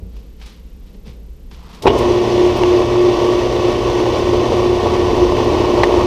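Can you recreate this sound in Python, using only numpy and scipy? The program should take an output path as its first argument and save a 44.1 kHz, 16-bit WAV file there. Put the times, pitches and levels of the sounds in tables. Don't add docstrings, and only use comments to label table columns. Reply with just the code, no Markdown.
import sys
import numpy as np
from scipy import signal
from scipy.fft import rfft, irfft
from scipy.io import wavfile
from scipy.ndimage import uniform_filter1d, minimum_filter1d

SR = 44100
rng = np.random.default_rng(int(sys.argv[2]) if len(sys.argv) > 2 else 0)


def unload_wav(signal):
    wavfile.write(
        sys.argv[1],
        SR,
        np.round(np.clip(np.atleast_2d(signal).T, -1, 1) * 32767).astype(np.int16),
    )


N = 267246
T = np.arange(N) / SR

# (frequency [Hz], relative density [dB])
ROOM_SPECTRUM = [(12, -24), (25, 1.5), (34, -1.5), (45, -0.5), (60, 4.5), (80, -18), (130, -19.5),
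                 (200, -17.5), (450, -31), (640, -41.5), (1000, -40), (1600, -45), (3000, -44), (6000, -49),
                 (15000, -59.5)]
# (frequency [Hz], relative density [dB])
CLOTH_SPECTRUM = [(150, -42), (500, -18), (900, -1.5), (1500, -8), (2000, -5.5), (2800, -3), (3900, -4.5),
                  (5500, -8), (7000, -16.5), (10000, -22), (15000, -34)]
# (frequency [Hz], relative density [dB])
BODY_SPECTRUM = [(65, -26), (110, -15), (140, -3), (183, 3.5), (280, -6.5), (360, -9.5), (440, -4.5),
                 (530, -8.5), (620, -20), (800, -21), (1200, -45), (2600, -68)]
# (peak time [s], rise [s], t60 [s], sleeve rustle [dB], body noise [dB])
ARM_MOVES = [(.01, 0.027, 0.89, -72, -39.5), (.17, 0.078, 0.75, -55, -47), (.422, 0.049, 0.28, -48, -58),
             (.49, 0.078, .5, -45.5, -52), (.71, .08, .4, -62, -62), (.89, 0.12, .4, -58.5, -54),
             (.96, .06, .6, -68, -46), (1.08, .04, 0.28, -45.5, -38), (1.2, 0.16, 0.63, -71, -45),
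             (1.53, 0.027, 0.44, -48.5, -45), (1.765, 0.25, 0.58, -46.5, -45.5)]
# (time [s], level [dB], rise [s], t60 [s], tilt [dB/octave])
BRIGHT_TICKS = [(0.164, -49, 0.003, 0.07, 0), (0.4142, -41, 0.0014, 0.15, -2.5),
                (.457, -41.5, 0.0054, 0.13, 2), (.938, -54, .008, .1, 0), (1.512, -41.5, 0.0015, 0.07, -1),
                (1.543, -47, 0.0033, 0.073, 1), (1.744, -42.5, 0.0037, 0.086, 4),
                (1.8215, -30, .002, 0.12, 4.5), (1.973, -33, .015, 0.12, 8), (2.56, -38, .018, .05, 21),
                (5.446, -33, .0005, .012, 16)]
# (time [s], level [dB], frequency [Hz], t60 [s])
SOFT_BUMPS = [(.02, -27, 84.5, 0.24), (1.08, -33.5, 115, 0.15)]
# (frequency [Hz], relative density [dB])
RUMBLE_SPECTRUM = [(10, -55), (22, -21), (29, -10), (42, -8), (58, 0.5), (68, -8.5), (84, 5.5), (98, -10.5),
                   (110, 2), (135, -11), (225, -15.5), (262, -4), (290, -25.5), (500, -62)]
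# (frequency [Hz], relative density [dB])
GEAR_SPECTRUM = [(130, -25.5), (205, -13), (280, -8), (345, 3), (400, 0), (470, 2), (510, -7), (580, -4),
                 (740, -9.5), (900, -9), (1120, -7), (1210, -20.5), (1350, -28), (6000, -76)]
# (frequency [Hz], relative density [dB])
BEARING_SPECTRUM = [(700, -19), (1300, -3), (1620, -8), (1850, 2.5), (2450, -2.5), (2900, 2), (3250, -2),
                    (3650, -1.5), (4300, -3.5), (5700, -6), (6600, -12.5), (7300, -16.5), (11500, -29.5),
                    (13500, -28.5), (15500, -33)]
# (frequency [Hz], half-width [Hz], level against the hiss [dB])
STEEL_RESONANCES = [(1826, 92, -14.5), (2293, 44, -13), (2595, 50, -10.5), (3060, 48, -13),
                    (3470, 94, -10.5), (4705, 46, -18), (5100, 10, -22), (5610, 83, -20), (6080, 33, -17),
                    (9320, 71, -29)]
# (frequency [Hz], level [dB], t60 [s])
HEADSTOCK_MODES = [(396.6, 0.5, 0.17), (448, 4.5, 0.043), (523, 2.5, 0.046), (604, 7.5, 0.032),
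                   (714, 3.5, 0.049), (853, 6.5, 0.059), (948, -2, 0.043), (965, -16.5, .06),
                   (1176, -31, 0.016), (1880, -18, 0.063), (2100, -37, .04)]
# (frequency [Hz], relative density [dB])
CRACK_SPECTRUM = [(150, -30), (400, 12), (1000, -4), (1500, -3.5), (2000, 4.5), (3200, 0.5), (4200, -7),
                  (5600, -10.5), (7000, -22), (15000, -35)]
# (time [s], ring [dB], ring length [factor], ring centre [Hz],
#                crack [dB], crack t60 [s], crack pitch [Hz])
DRIVE_KNOCKS = [(1.8531, -21, 1, 800, -30, .02, 1100), (1.8567, -6.5, 0.83, 440, -20, 0.05, 450),
                (1.867, -7.5, 1, 710, -14.5, 0.079, 2540), (1.8723, 0.5, 0.63, 1010, -8, 0.04, 1010),
                (1.878, -10, 0.44, 400, -16, 0.11, 2930), (1.902, -12.5, 0.42, 377, -25, 0.062, 3340),
                (2.6347, -25, .3, 900, -6, 0.0089, 2700), (2.6359, -11, 0.38, 690, -17, 0.015, 2750),
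                (2.958, -16, 0.4, 745, -27, .01, 1000), (4.86, -12.5, 0.99, 600, -27, .01, 1000),
                (5.322, -14, 0.45, 696, -28, .01, 1000), (5.368, -22, .3, 700, -16, 0.019, 2190),
                (5.833, -14, 0.37, 900, -5.5, 0.0071, 4220), (5.8347, 1, 0.26, 900, -5.5, 0.032, 1880)]
ROTOR_ORDERS = [(1, 0), (2, 0), (6, 0), (7, 0), (10, 0), (11, 0), (13, 0), (14, 0), (14, 1), (12, 2),
                (12, 3), (30, -1), (30, 1), (30, 2), (30, 3), (30, 4), (30, 5)]
ROTOR_LEVELS_DB = [-67, -45, -49.5, -37.5, -34.5, -33.5, -30.5, -31.5, -34.5, -32.5, -43, -47, -43.5, -38,
                   -54, -56.5, -50.5]
HUM_MULTIPLES = [1, 2, 4, 6]
HUM_LEVELS_DB = [-30, -33.5, -39.5, -36.5]

ROOM_DB, ROOM_TONE_HZ, ROOM_TONE_DB = -36, 54.6, -41
WHISTLE_HZ, WHISTLE_DB, FLUTTER_HZ = 12408, -69, 29.97

SHUFFLE_DB = -50.5
SCRAPE_S, SCRAPE_RISE_S, SCRAPE_DB = 1.53, 0.11, -49
SCRAPE_HZ, SCRAPE_HALF_WIDTH_HZ = 980, 380

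SWITCH_S, AT_SPEED_S = 1.815, 2.007
MOTOR_ON_S = DRIVE_KNOCKS[0][0]
SHAFT_HZ, HUM_HZ = 29.75, 120
SPINDLE_HZ = SHAFT_HZ / 3

RUMBLE_DB, RATTLE_DB, HISS_DB = -27, -18.5, -30.5
STRAIN_RUMBLE_DB, STRAIN_RATTLE_DB, ATTACK_S, EASE_S = 5.5, 2.5, .06, 0.15
# (start [s], duration [s], added level [dB])
RUMBLE_GROWTH, RATTLE_GROWTH = (4, 1.1, 5.3), (3.95, 2.26, 3.23)

FREE_S, FREEING_S, STIFF_LAG_HZ = 3.15, .15, .028
DRONE_STIFF_DB, DRONE_FREE_DB, DRONE_RISE_S = -14.5, -18, 0.054
BEAT_STIFF_DB, BEAT_FREE_DB, BEAT_RISE_S = -18, -29.5, 0.53
IN_STEP_S = 3.02
BOOM_S, BOOM_WIDTH_S, BOOM_DB = 5.23, 0.029, 10.5

LOW_CUT_HZ, EDGE_HZ = 15, 15350


def amp(db):
    return 10 ** (np.asarray(db) / 20)


def evened(x):
    return x / np.sqrt(np.mean(x ** 2) + 1e-20)


def coloured(x, spectrum, tilt_db=0):
    octave = np.log2(np.fft.rfftfreq(len(x), 1 / SR) + 1)
    hz, db = np.transpose(spectrum)
    gain_db = np.interp(octave, np.log2(hz), db) + tilt_db * (octave - 10)
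    return evened(irfft(rfft(x) * amp(gain_db), len(x)))


def noise_band(hz, half_width_hz):
    f = np.fft.rfftfreq(N, 1 / SR)
    resonance = 1 / (1 + ((f - hz) / half_width_hz) ** 2)
    return evened(irfft(rfft(rng.standard_normal(N)) * resonance, N))


def tone(turns):
    return np.sqrt(2) * np.cos(2 * np.pi * turns)


def impacts(per_s, spread_db):
    size = amp(spread_db * np.minimum(rng.exponential(1, N), 4)) * rng.choice([-1, 1], N)
    return evened(size * (rng.random(N) < per_s / SR))


def many_modes(x, spacing_hz, depth_db):
    f = np.fft.rfftfreq(N, 1 / SR)
    ripple_db = depth_db * np.interp(f / spacing_hz, np.arange(N), rng.standard_normal(N))
    return evened(irfft(rfft(x) * amp(ripple_db), N))


def ramp(start_s, length_s):
    return np.clip((T - start_s) / length_s, 0, 1)


def decay(t, t60_s):
    return np.exp(-np.log(1000) * t / t60_s)


def stroke(t, rise_s, t60_s):
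    return np.clip(1 + t / rise_s, 0, 1) * decay(np.maximum(t, 0), t60_s)


def add(mix, s, sound):
    part = mix[max(round(s * SR), 0):][:len(sound)]
    part += sound[:len(part)]


def workshop(tone_half_width_hz=5):
    room = amp(ROOM_DB) * coloured(rng.standard_normal(N), ROOM_SPECTRUM)
    room_tone = amp(ROOM_TONE_DB) * noise_band(ROOM_TONE_HZ, tone_half_width_hz)
    flutter = evened(np.maximum(tone(FLUTTER_HZ * T) + .6, 0))
    return room + room_tone + amp(WHISTLE_DB) * flutter * tone(WHISTLE_HZ * T)


def operator(crumple_db=1.0):
    rustle_gain, body_gain = np.zeros(N), np.full(N, amp(SHUFFLE_DB))
    for s, rise_s, t60_s, rustle_db, body_db in ARM_MOVES:
        shape = stroke(T - s, rise_s, t60_s)
        rustle_gain = np.hypot(rustle_gain, amp(rustle_db) * shape)
        body_gain = np.hypot(body_gain, amp(body_db) * shape)
    fibres = impacts(per_s=2500, spread_db=1.0) * amp(crumple_db * noise_band(0, 50))
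    out = rustle_gain * coloured(fibres, CLOTH_SPECTRUM)
    out += body_gain * coloured(rng.standard_normal(N), BODY_SPECTRUM)
    scrape = noise_band(SCRAPE_HZ, SCRAPE_HALF_WIDTH_HZ)
    out += amp(SCRAPE_DB) * ramp(SCRAPE_S, SCRAPE_RISE_S) * scrape
    out *= 1 - ramp(SWITCH_S, 0.013)
    t = T[:SR // 4]
    for s, db, rise_s, t60_s, tilt_db in BRIGHT_TICKS:
        tick = coloured(rng.standard_normal(len(t)), CLOTH_SPECTRUM, tilt_db)
        add(out, s, amp(db) * stroke(t - rise_s, rise_s, t60_s) * tick)
    for s, db, hz, t60_s in SOFT_BUMPS:
        add(out, s, amp(db) * np.minimum(t / 0.0049, 1) * decay(t, t60_s) * tone(hz * t))
    return out


def running_levels():
    on, strain = ramp(SWITCH_S, ATTACK_S), 1 - ramp(AT_SPEED_S, EASE_S)
    more_rumble_db, more_rattle_db = [db * ramp(s, length_s)
                                      for s, length_s, db in (RUMBLE_GROWTH, RATTLE_GROWTH)]
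    rumble = on * amp(RUMBLE_DB + STRAIN_RUMBLE_DB * strain + more_rumble_db)
    rattle = on * amp(RATTLE_DB + STRAIN_RATTLE_DB * strain + more_rattle_db)
    hiss = amp(HISS_DB) * ramp(SWITCH_S, AT_SPEED_S - SWITCH_S)
    return rumble, rattle, hiss


def drive_train(wobble_db=-0.04, shake_db=0.34, uneven_db=1.38, hiss_share=0.52):
    rumble, rattle, hiss = running_levels()
    load_db = wobble_db * tone(SPINDLE_HZ * T) + shake_db * tone(SHAFT_HZ * T)
    load_db += uneven_db * noise_band(0, 7.7)
    teeth = impacts(per_s=900, spread_db=2.0) + 0.65 * rng.standard_normal(N)
    balls = impacts(per_s=6000, spread_db=1.0) + 0.45 * teeth
    balls = many_modes(balls, spacing_hz=29.62, depth_db=2.3)
    steel = sum(amp(db) * noise_band(hz, half_width_hz) for hz, half_width_hz, db in STEEL_RESONANCES)
    frame = rumble * coloured(rng.standard_normal(N), RUMBLE_SPECTRUM)
    casting = many_modes(teeth, spacing_hz=8, depth_db=1.0)
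    gears = rattle * coloured(casting * amp(load_db), GEAR_SPECTRUM)
    bearings = evened(coloured(balls, BEARING_SPECTRUM) + steel)
    return frame + gears + hiss * amp(hiss_share * load_db) * bearings


def knocks(contact_s=0.0011, ping=0.98, ping_half_width_hz=180, focus_db_per_octave=6):
    out, t = np.zeros(N), T[:SR // 4]
    for s, ring_db, length, ring_hz, crack_db, crack_t60_s, crack_hz in DRIVE_KNOCKS:
        ring = np.zeros(len(t))
        for hz, db, t60_s in HEADSTOCK_MODES:
            mode_db = db - focus_db_per_octave * abs(np.log2(hz / ring_hz))
            ring += amp(mode_db) * decay(t, t60_s * length) * np.sin(2 * np.pi * hz * t)
        crack = coloured(rng.standard_normal(len(t)), CRACK_SPECTRUM)
        crack = evened(crack + ping * noise_band(crack_hz, ping_half_width_hz)[:len(t)])
        crack *= decay(t, crack_t60_s)
        blow = amp(ring_db) * ring + amp(crack_db) * crack
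        add(out, s, blow * np.minimum(t / contact_s, 1))
    return out


def motor(waver=0.3, slip_turns=0.00065, run_up_s=.17):
    since_on_s = T - MOTOR_ON_S
    speed, free = np.clip(since_on_s / run_up_s, 0, 1), ramp(FREE_S, FREEING_S)
    shaft = np.cumsum(speed * (SHAFT_HZ - STIFF_LAG_HZ * (1 - free))) / SR
    shaft = shaft - np.interp(IN_STEP_S, T, shaft) + slip_turns * noise_band(0, 8.7)
    mains = HUM_HZ * (T - IN_STEP_S)
    boom_db = BOOM_DB * np.exp(-((T - BOOM_S) / BOOM_WIDTH_S) ** 2)
    drone_db = DRONE_STIFF_DB * (1 - free) + DRONE_FREE_DB * free + boom_db
    beat_db = BEAT_STIFF_DB * (1 - free) + BEAT_FREE_DB * free
    out = ramp(AT_SPEED_S, DRONE_RISE_S) * amp(drone_db) * tone(12 * shaft)
    out += ramp(AT_SPEED_S, BEAT_RISE_S) * amp(beat_db) * tone(3 * mains)
    for (order, side), db in zip(ROTOR_ORDERS, ROTOR_LEVELS_DB):
        level = speed ** 2 * amp(db) * (1 + waver * noise_band(0, 1.4))
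        out += level * tone(order * shaft + side * mains + rng.random())
    for k, db in zip(HUM_MULTIPLES, HUM_LEVELS_DB):
        out += amp(db) * tone(k * mains + rng.random())
    return out * np.clip(since_on_s / 0.021, 0, 1)


def scene():
    return (workshop() + operator() + drive_train() + knocks() + motor())[None]


def record(dry):
    x = signal.sosfilt(signal.butter(4, LOW_CUT_HZ, "high", fs=SR, output="sos"), dry)
    gain = minimum_filter1d(1 / np.maximum(abs(x), 1), size=11)
    gain = uniform_filter1d(gain, size=11)
    low_pass = signal.firwin(511, EDGE_HZ, window=("kaiser", 9), fs=SR)
    return signal.oaconvolve(x * gain, low_pass[None], "same")


dry = scene()
out = record(dry)
unload_wav(out)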